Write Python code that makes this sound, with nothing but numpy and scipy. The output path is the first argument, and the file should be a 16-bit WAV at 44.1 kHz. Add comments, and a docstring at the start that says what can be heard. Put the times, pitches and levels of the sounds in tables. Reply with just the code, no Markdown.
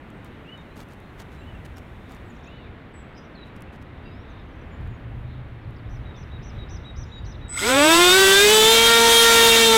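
"""A grassy slope above a quiet valley: far rumble and wash, near and far birds, feet shuffling and
snapping dry stalks close by. A far engine's drone joins in midway, and one bird repeats its song.
Then a hand-held model plane is switched on: its electric motor jolts at each commutation step, ticks
and whines up, and a two-blade propeller sings at multiples of its blade rate over throbbing air rush.
At full speed it is loud enough to flatten the peaks in a mono camera microphone."""
import sys
import numpy as np
from scipy import signal
from scipy.fft import rfft, irfft, next_fast_len
from scipy.io import wavfile
from scipy.ndimage import uniform_filter1d

SR = 44100
rng = np.random.default_rng(int(sys.argv[2]) if len(sys.argv) > 2 else 0)


def attenuation_scalar(level_db):
    """Turn a level in dB into a linear amplitude multiplier (20 dB per decade)."""
    decades = np.asarray(level_db, float) / 20
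    return 10 ** decades


def store_pcm(level_fs):
    """Save levels as 16-bit WAV."""
    pcm = np.round(np.clip(level_fs, -1, 1) * 32767).astype(np.int16)
    wavfile.write(sys.argv[1], SR, np.atleast_2d(pcm).T)


N = 430857
T = np.arange(N) / SR


def level(x, db):
    """Scale to an rms level."""
    return x * attenuation_scalar(db) / np.sqrt(np.mean(x ** 2))


def columns(table, t=T):
    """Curves of a table over time, joined by straight lines."""
    s, *cols = np.transpose(table)
    return [np.interp(t, s, c) for c in cols]


def colour(x, points):
    """Shape by a (Hz, dB) spectrum, straight over log frequency."""
    hz, db = np.transpose(points)
    size = next_fast_len(len(x))
    f = np.arange(1, size // 2 + 2) * SR / size
    gain = attenuation_scalar(np.interp(np.log(f), np.log(hz), db))
    return irfft(rfft(x, size) * gain, size)[:len(x)]


def walk(rate, count=N):
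    """Random levels held 1 / rate s and slewed twice; spread near 1."""
    hold = int(SR / rate)
    steps = np.repeat(rng.standard_normal(count // hold + 1), hold)
    return 1.56 * uniform_filter1d(uniform_filter1d(steps, hold), hold)[:count]


def band(x, hz, width_hz):
    """One resonance, gain 1 at the centre."""
    return signal.lfilter(*signal.iirpeak(hz, hz / width_hz, fs=SR), x)


# spectrum of the far wash: freq_hz, level_db (per Hz, relative)
WASH_COLOUR = [(20, -8), (70, -0.5), (250, -4), (500, -12), (1000, -16), (2000, -18.5), (3200, -28),
               (4200, -37), (4800, -45), (6300, -52), (16000, -59)]
WASH_DB = -42.5
# far engine and air: start_s, rumble_db
RUMBLE_LEVEL = [(0.0, -66), (1.52, -42.5), (3.26, -51.5), (4.87, -37), (7.5, -38)]
# spectrum of that rumble: freq_hz, level_db (per Hz, relative)
RUMBLE_COLOUR = [(15, -16), (30, 4.5), (70, 7), (120, 2), (170, -8), (400, -62)]
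# far engine's drone, around which it wanders: start_s, pitch_hz, peak_db
DRONE = [(4.4, 100.1, -69), (4.9, 112, -40.5), (5.3, 122, -36), (5.9, 112, -43), (6.5, 118, -40),
         (7.1, 117.7, -46.5), (7.8, 121.3, -38), (8.2, 120, -61)]
# rustle of leaves: start_s, level_db
LEAVES = [(0, -77), (1.3, -72.5), (2.3, -73), (2.8, -94), (7.5, -98)]


def valley():
    """Far air and engine: shaped noises that billow, and a sine drone that drifts in pitch and level."""
    wash = level(colour(rng.standard_normal(N), WASH_COLOUR), WASH_DB) * attenuation_scalar(.5 * walk(4.32))
    # birds too far to tell apart: a narrow band of noise that swells
    blur = band(band(rng.standard_normal(N), 3640, 500), 3640, 500)
    chorus = attenuation_scalar(4.7 * walk(5.4) + 1.65 * walk(25)) * level(blur, -71.0)
    rustle = level(colour(rng.standard_normal(N), [(2000, -9), (6000, 3), (16000, -2)]), 0)
    leaves = attenuation_scalar(*columns(LEAVES)) * rustle
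    rumble_db = columns(RUMBLE_LEVEL)[0] + 2 * walk(17)
    rumble = attenuation_scalar(rumble_db) * level(colour(rng.standard_normal(N), RUMBLE_COLOUR), 0)
    hz, drone_db = columns(DRONE)
    drone_turns = np.cumsum(hz + 3 * walk(6.2)) / SR
    drone = attenuation_scalar(drone_db + 2 * walk(4.8)) * np.sin(2 * np.pi * drone_turns)
    return wash + chorus + leaves + rumble + drone


def sing(out, start, stroke, db, edge=.003):
    """Add a near sine along (s, Hz, dB) points, faded over edge seconds at both ends."""
    t = np.arange(stroke[0][0], stroke[-1][0], 1 / SR)
    hz, shape_db = columns(stroke, t)
    fade = np.clip(np.minimum(t - t[0], t[-1] - t) / edge, 0, 1)
    voice = np.sin(2 * np.pi * np.cumsum(hz) / SR)
    i = int((start + t[0]) * SR)
    out[i:i + len(t)] += 2 ** .5 * attenuation_scalar(db + shape_db) * fade * voice


# the warble leaps up, wavers round a centre and drops away
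WARBLE_HZ, LEAP_FROM_HZ, DROP_TO_HZ = 5870, 4600, 4750
LEAP_S, WAVER_S, DROP_S = .012, 0.0533, 0.015
# its two waverings: rate_hz, depth_hz
WAVERS = [(47, 240), (160, 140)]


def warble():
    """The main stroke of the song, a pitch swung by sines, as (s, Hz, dB) points."""
    t = np.arange(0, LEAP_S + WAVER_S + DROP_S, 1e-3)
    corners_s = [0, LEAP_S, LEAP_S + WAVER_S, t[-1]]
    hz = np.interp(t, corners_s, [LEAP_FROM_HZ, WARBLE_HZ, WARBLE_HZ, DROP_TO_HZ])
    swing_hz = sum(depth * np.sin(2 * np.pi * rate * (t - LEAP_S)) for rate, depth in WAVERS)
    hz += swing_hz * (t > LEAP_S)
    return np.transpose([t, hz, -6 * np.clip(1 - t / LEAP_S, 0, 1)])


# single notes that glide evenly: start_s, length_s, start_hz, end_hz, level_db
NOTES = [(.12, .08, 8300, 8500, -81), (1.5, .09, 7900, 8050, -87), (6.85, .085, 8050, 8100, -84),
         (.558, 0.07, 3730, 3680, -63), (.608, .025, 7400, 4300, -74), (0.675, 0.077, 3850, 4150, -66),
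         (1.03, .075, 4200, 4170, -69), (1.36, .05, 4000, 3950, -65), (1.368, 0.073, 7450, 7550, -78),
         (1.76, .02, 5700, 5300, -63), (2.252, .049, 7950, 7600, -79), (2.56, .03, 3700, 4500, -67),
         (2.935, 0.1, 7960, 7660, -66), (3.147, .012, 4600, 5340, -63), (3.158, .016, 5230, 5020, -59),
         (3.168, 0.069, 5000, 5000, -63), (3.352, .016, 4400, 4040, -61), (3.372, 0.046, 4050, 3920, -54),
         (3.42, 0.021, 3900, 3860, -55), (3.448, .013, 3910, 3900, -58), (3.469, .02, 3900, 3890, -58),
         (3.663, .08, 2740, 2570, -62), (3.86, .05, 4000, 3700, -73), (4.026, 0.12, 4700, 4980, -73),
         (4.13, .105, 4980, 5700, -74), (4.05, 0.08, 2760, 2600, -60.5), (4.053, .09, 3780, 3840, -67),
         (4.385, .02, 5600, 5050, -75), (4.275, .02, 5900, 6550, -81), (4.297, .03, 6550, 5750, -79),
         (4.55, .02, 6500, 5700, -79), (4.585, .015, 6300, 5750, -80), (4.612, .014, 5800, 6100, -78),
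         (7.16, .08, 4690, 4720, -75), (4.43, .035, 6550, 6050, -81), (4.48, .065, 6500, 5450, -80),
         (4.71, 0.078, 7100, 6950, -78), (4.89, .09, 6900, 6600, -83), (5.615, .02, 5400, 4900, -77),
         (5.64, .015, 4900, 3900, -70), (5.762, .015, 5700, 4200, -69), (5.782, .02, 5000, 4000, -68),
         (6.143, 0.045, 3680, 3400, -59), (7.054, .15, 6800, 6980, -75), (7.245, .029, 4900, 3820, -57),
         (7.315, 0.014, 4200, 3500, -58), (7.335, 0.014, 4200, 3450, -58), (7.353, .013, 4060, 3320, -57)]
# a call that arches up and sags again: top_s, rise_s, sag_s, level_db
ARCHES = [(0.538, 0.1, .035, -53), (1.485, 0.076, .095, -58.5), (2.555, .105, 0.16, -58)]
ARCH_HZ, RISE_HZ_PER_S2, SAG_HZ_PER_S2 = 2980, 63000, 45000
# a trill of strokes that dip and flick up: start_s, length_s, lowest_hz, level_db
TRILL = [(2.298, .022, 6700, -69), (2.321, .02, 6000, -72), (2.342, .017, 5500, -74),
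         (2.361, .018, 5400, -72), (2.38, .017, 4900, -73), (2.4, .016, 4800, -76),
         (2.428, .022, 5250, -69), (2.45, .032, 5300, -70)]
DIP_HZ, FLICK_HZ = 500, 7300
# one bird's repeated song: warble_s, warble_db, whistle_s, whistle_db, whistle_length_s
SONG = [(5.897, -65.5, 6.047, -58, 0.068), (6.162, -61, 6.31, -54, 0.065), (6.429, -57.5, 6.578, -50, .064),
        (6.696, -53.5, 6.843, -48, 0.068), (6.966, -53, 7.113, -47.5, 0.082),
        (7.253, -56.5, 7.408, -54, 0.074)]
# short strokes at the warble's front, two points each: after_start_s, pitch_hz, level_db (to the warble)
GRACE = [
    [(-.009, 4670, -9), (.006, 6400, -3)],
    [(.012, 7300, -8), (.017, 6100, -12)],
]
# a flick ahead of the whistle: after_start_s, pitch_hz, level_db (to the whistle)
PICKUP = [(-.018, 3300, -15), (-.004, 4120, -10)]
SCOOP_HZ, SCOOP_S, WHISTLE_HZ, WHISTLE_END_HZ = 3300, .01, 3864, 3780
# one hoarse note: start_s, pitch_hz, level_db
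BUZZ = [(3.155, 5300, -70), (3.18, 5600, -63), (3.22, 5800, -70), (3.27, 5660, -78)]
# a lower hoarse note: start_s, pitch_hz, level_db
CHURR = [(5.25, 3850, -67), (5.45, 3693, -68)]


def birds():
    """Near and far birds as gliding sines; the trees smear each note into a decaying noise tail."""
    far, near, hoarse = np.zeros(N), np.zeros(N), np.zeros(N)
    for s, length, start_hz, end_hz, db in NOTES:
        sing(far, s, [(0, start_hz, 0), (length, end_hz, 0)], db, edge=0.079 * length)
    for s, rise, sag, db in ARCHES:
        t = np.linspace(-rise, sag, num=24)
        hz = ARCH_HZ - np.where(t < 0, RISE_HZ_PER_S2, SAG_HZ_PER_S2) * t ** 2
        sing(far, s, np.transpose([t, hz, -60 * np.maximum(t, 0)]), db, edge=.01)
    for s, length, low, db in TRILL:
        stroke = [(0, low + DIP_HZ, -3), (.3 * length, low, 0), (length, FLICK_HZ, 0)]
        sing(far, s, stroke, db, edge=0.1 * length)
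    for warble_s, warble_db, whistle_s, whistle_db, length in SONG:
        for stroke in [warble()] + list(GRACE):
            sing(near, warble_s, stroke, warble_db, edge=0.0024)
        whistle = [(0, SCOOP_HZ, -8), (SCOOP_S, WHISTLE_HZ, -1), (length, WHISTLE_END_HZ, 0)]
        for stroke in PICKUP, whistle:
            sing(near, whistle_s, stroke, whistle_db, edge=0.0021)
    sing(hoarse, 0, BUZZ, 0, edge=.01)
    sing(hoarse, 0, CHURR, 0, edge=.03)
    # an uneven voice spreads into a band
    far += hoarse * level(colour(rng.standard_normal(N), [(100, 4), (500, -3), (1000, -35)]), 0)
    # moving air makes far notes flutter
    direct = far * attenuation_scalar(3.5 * walk(90)) + near
    t = T[:SR // 2]
    decay = np.exp(-np.log(1000) * t / .5)  # 60 dB down in half a second
    trees = rng.standard_normal(len(t)) * decay * np.clip(t / 0.0067, 0, 1)
    smear = signal.fftconvolve(direct, trees / np.sqrt(np.sum(trees ** 2)))[:N]
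    return direct + attenuation_scalar(-12) * smear


# shuffles in the grass: start_s, length_s, level_db (top of the swell)
SHUFFLES = [(0.097, 0.018, -65), (0.245, .04, -55), (0.751, 0.094, -43.5), (0.878, 0.077, -52.5),
            (1.181, 0.052, -42), (1.3, 0.079, -55), (1.647, 0.019, -43), (1.763, 0.037, -48),
            (2.075, 0.11, -52), (3.44, 0.056, -60), (3.55, 0.034, -56), (3.72, 0.053, -54),
            (3.81, .025, -52)]
# spectrum of the grass: freq_hz, level_db (per Hz, relative)
GRASS = [(200, 16), (1000, 9), (3000, 0.5), (8000, -8.5), (15000, -14)]
# snaps of dry stalks underfoot, levels driving a bright and a low band: start_s, crack_db, body_db
SNAPS = [(0.1032, -51, -46), (0.2464, -44, -38), (0.5766, -55, -48), (0.7632, -53, -44), (0.7761, -44, -46),
         (0.8869, -55, -40), (.935, -45, -50), (1.0021, -52, -49), (1.1792, -59, -48), (1.2006, -50, -30),
         (1.3279, -56, -45), (1.6551, -50, -41), (1.77, -67, -27), (2.1485, -46, -45), (3.5644, -52, -40),
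         (3.6067, -53, -43), (3.6215, -38, -45), (4.8105, -59, -48), (4.875, -58, -52), (5.7074, -60, -50)]


def feet():
    """Shuffles are dense uneven crackle; snaps are lone short cracks of decaying noise."""
    swell = sum(attenuation_scalar(db) * np.clip(1 - (2 * (T - s) / length - 1) ** 2, 0, 1)
                for s, length, db in SHUFFLES)
    struck = rng.random(N) < 900 / SR  # about 900 grains a second
    grains = struck * attenuation_scalar(5.5 * np.minimum(rng.exponential(size=N), 2.5))
    crackle = signal.lfilter([1], [1, -np.exp(-1 / (0.00045 * SR))], grains) + 1.
    out = swell * level(colour(crackle * rng.standard_normal(N), GRASS), 0)
    t = T[:400]
    for s, crack_db, body_db in SNAPS:
        burst = rng.standard_normal(len(t)) * np.exp(-t / .001)
        crack = attenuation_scalar(crack_db) * band(burst, 7900, 9000)
        body = attenuation_scalar(body_db) * band(burst, 1600, 1900)
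        i = int(s * SR)
        out[i:i + len(t)] += crack + body
    return out


# motor windings: start_s, switching_tone_db, commutation_step_db
WINDING = [(7.481, -71, -21), (7.484, -44, -15), (7.491, -71, -27), (7.494, -38, -16), (7.53, -33, -28),
           (7.6, -31.5, -22), (7.69, -33, -17.5), (7.78, -26.5, -38), (7.9, -22, -50), (8.5, -26, -50),
           (8.7, -36, -50)]
# resonances of motor and mount: pitch_hz, width_hz, gain_db
CASE = [(1420, 53, 11), (2110, 130, 8.5), (3300, 170, -0.5), (4000, 100, -1), (5030, 240, 0),
        (6500, 790, -6), (7600, 380, -11)]
SWITCH_HZ, STEPS_PER_BLADE = 7968, 21


def motor(t, hz, turns):
    """A steady switching tone, and a jolt at every commutation step: ticks at first, then a rising whine."""
    count = len(t)
    switch_db, step_db = columns(WINDING, t)
    # slow steps are hard jolts, fast ones blur into a tone
    sharp = (2800 / (STEPS_PER_BLADE * hz)) ** 2.7
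    phase = 2 * np.pi * STEPS_PER_BLADE * turns
    weak_strong = 1 - 0.42 * np.cos(phase / 2)  # every other step is stronger
    jolts = np.exp(sharp * (np.cos(phase) - 1)) * weak_strong
    # the rotor catches unevenly
    jolts *= (1 + 1.15 * rng.standard_normal(count)) * attenuation_scalar(1.3 * walk(56.0, count=count))
    ring = sum(attenuation_scalar(db) * band(jolts * attenuation_scalar(step_db), f, width) for f, width, db in CASE)
    switch_level = 2 ** .5 * attenuation_scalar(switch_db + walk(55.4, count=count))
    return ring + switch_level * np.sin(2 * np.pi * SWITCH_HZ * t)


FULL_HZ = 460  # blade passes a second at full speed, where the levels below hold
# colour of the blade tones: pitch_hz, level_db
BLADE_TONES = [(200, -16.5), (340, -12.5), (460, -15.5), (620, -19), (800, -19), (1100, -20), (1500, -16.5),
               (2000, -21), (2400, -17), (2900, -23), (3300, -16.5), (3680, -15), (4200, -26.5),
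               (6000, -34), (10000, -41)]
TONE_GROWTH_DB, GROWTH_PER_MULTIPLE_DB = -2.5, 1.5  # for each doubling of speed
BITE_S, BITE_RISE_S = 7.6, 0.21  # the blades begin to sing
# unbalance tones between them: blade_rate_multiple, level_db (on top of UNBALANCE_DB)
UNBALANCE = [(1.5, 2.5), (2.5, -4.5), (3.5, -3), (4.5, -24), (5.5, -36), (6.5, -21), (7.5, -2), (8.5, 0.5),
             (9.5, -22)]
UNBALANCE_DB, UNBALANCE_GROWTH_DB = -29, 13
# the shaft tone is heard as it nears a resonance of the wing
SHAFT_DB, WING_HZ, WING_WIDTH_HZ = -28, 225, 16
# spectrum of the air rush: freq_hz, level_db (per Hz, relative)
RUSH = [(60, -51), (250, -11), (800, -10), (1500, -5.5), (2500, -4.5), (3600, 2.5), (4500, -6.5),
        (8000, -8.5), (16000, -20)]
RUSH_DB, RUSH_GROWTH_DB = -13.5, 11
# depth of the burst of air at each blade pass, at full speed and added for a halving of speed
THROB, SLOW_THROB = 0.75, 0.55
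# the plane moves in the hand: start_s, ground_echo_lag (units of 0.9945 ms), level_to_microphone_db
HOLD = [(7.68, 2.1, -2.5), (7.8, 1.85, -2), (7.95, 1.92, 1.5), (8.1, 1.93, 1), (8.25, 2.01, 1.5),
        (8.42, 1.93, 0.5), (8.55, 2.05, 1.5), (8.7, 1.98, 0.5), (8.82, 1.79, -1.5), (8.93, 2.09, -0.5),
        (9.17, 1.933, 1.5), (9.45, 2.15, 2), (9.57, 1.64, 0), (9.66, 1.92, -1.5), (9.76, 2.1, -1.5)]
GROUND_DB = -8  # echo against the direct sound


def propeller(t, hz, turns):
    """Blade tones with ground echo, unbalance tones between them, and air rush throbbing with each pass."""
    count = len(t)
    echo_lag, hold_db = columns(HOLD, t)
    doublings = np.log2(hz / FULL_HZ)
    # the tones are ragged while the blades still bite stalled air
    ragged = .022 * np.clip(450 / hz, 1, 3) ** 2.6

    def tone(k, db):
        """A cosine at k times the blade rate, its phase straying more at slow speed."""
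        stray = .3 * rng.random() + ragged * k ** .5 * walk(40.23, count=count)
        return 2 ** .5 * attenuation_scalar(db) * np.cos(2 * np.pi * (k * turns + stray))

    def echo(k):
        """Gain where direct sound and ground echo of a tone add or cancel."""
        return np.abs(1 + attenuation_scalar(GROUND_DB) * np.exp(2j * np.pi * k * hz * echo_lag * 0.0009945))

    tone_hz, tone_db = np.transpose(BLADE_TONES)
    tones = 0
    for k in range(1, 23):
        waver_db = (0.62 + 0.19 * k) * walk(11.715, count=count)  # higher tones waver more
        colour_db = np.interp(np.log(k * hz), np.log(tone_hz), tone_db)
        growth_db = (TONE_GROWTH_DB + GROWTH_PER_MULTIPLE_DB * k) * doublings
        tones += echo(k) * tone(k, colour_db + growth_db + waver_db)
    tones *= np.clip((t - BITE_S) / BITE_RISE_S, 0, 1)
    wing = 1 / (1 + ((hz / 2 - WING_HZ) / WING_WIDTH_HZ) ** 2)
    tones += wing * tone(.5, SHAFT_DB + 1.57 * walk(10.22, count=count))
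    for k, db in UNBALANCE:
        waver_db = 0.96 * walk(7.1, count=count)
        tones += tone(k, UNBALANCE_DB + UNBALANCE_GROWTH_DB * doublings + db + waver_db)
    depth = THROB + SLOW_THROB * np.clip(-doublings, 0, 1)
    # dividing by the Bessel term keeps the power even as the depth varies
    throb = np.exp(depth * np.cos(2 * np.pi * turns)) / np.sqrt(np.i0(2 * depth))
    gusts_db = .8 * walk(30, count=count)
    air = level(colour(rng.standard_normal(count) * throb, RUSH), RUSH_DB)
    rush = attenuation_scalar(RUSH_GROWTH_DB * doublings + gusts_db) * air
    return attenuation_scalar(hold_db) * (tones + rush)


# the shaft starts: start_s, blade_pass_hz
START = [(7.482, 4.3), (7.52, 9), (7.55, 45), (7.592, 140), (7.616, 178)]
# propeller speed once it is under way: start_s, blade_pass_hz
SPEED = [(7.64, 208), (7.67, 234.2), (7.7, 253.3), (7.74, 268.8), (7.8, 285), (7.85, 305.8), (7.91, 327.0),
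         (8.01, 350.8), (8.11, 364), (8.18, 384.8), (8.31, 387.3), (8.39, 399.9), (8.53, 431.6),
         (8.65, 439), (8.7, 452.2), (8.89, 462.1), (9.42, 460.9), (9.64, 455.7), (9.77, 446.8)]


def plane():
    """Motor and propeller turn on one shaft, so one speed curve drives both."""
    t = T[T >= WINDING[0][0]]
    hz, = columns(list(START) + list(SPEED), t)
    turns = np.cumsum(hz) / SR  # counted in blade passes
    return np.pad(propeller(t, hz, turns) + motor(t, hz, turns), (N - len(t), 0))


def scene():
    """Everything reaches one microphone, heard alike on both channels."""
    return np.tile(valley() + birds() + feet() + plane(), (2, 1))


def low_pass(x):
    """Removes everything above the highest recorded frequency."""
    return signal.sosfilt(signal.butter(12, 15900, fs=SR, output="sos"), x)


CLIP_UP, CLIP_DOWN = 0.33, 0.3  # of full scale
TOP_HZ = 15800


def record(dry):
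    """The input stage runs out of room and cuts both peaks flat; later filters tilt the flats and ring."""
    flat = np.clip(dry, -CLIP_DOWN, CLIP_UP)
    low_cut = signal.butter(1, 12, "high", fs=SR, output="sos")
    high_cut = signal.ellip(8, .2, 60, TOP_HZ, fs=SR, output="sos")
    mix = signal.sosfilt(high_cut, signal.sosfilt(low_cut, flat))
    return low_pass(mix)


dry = scene()
out = record(dry)
store_pcm(out)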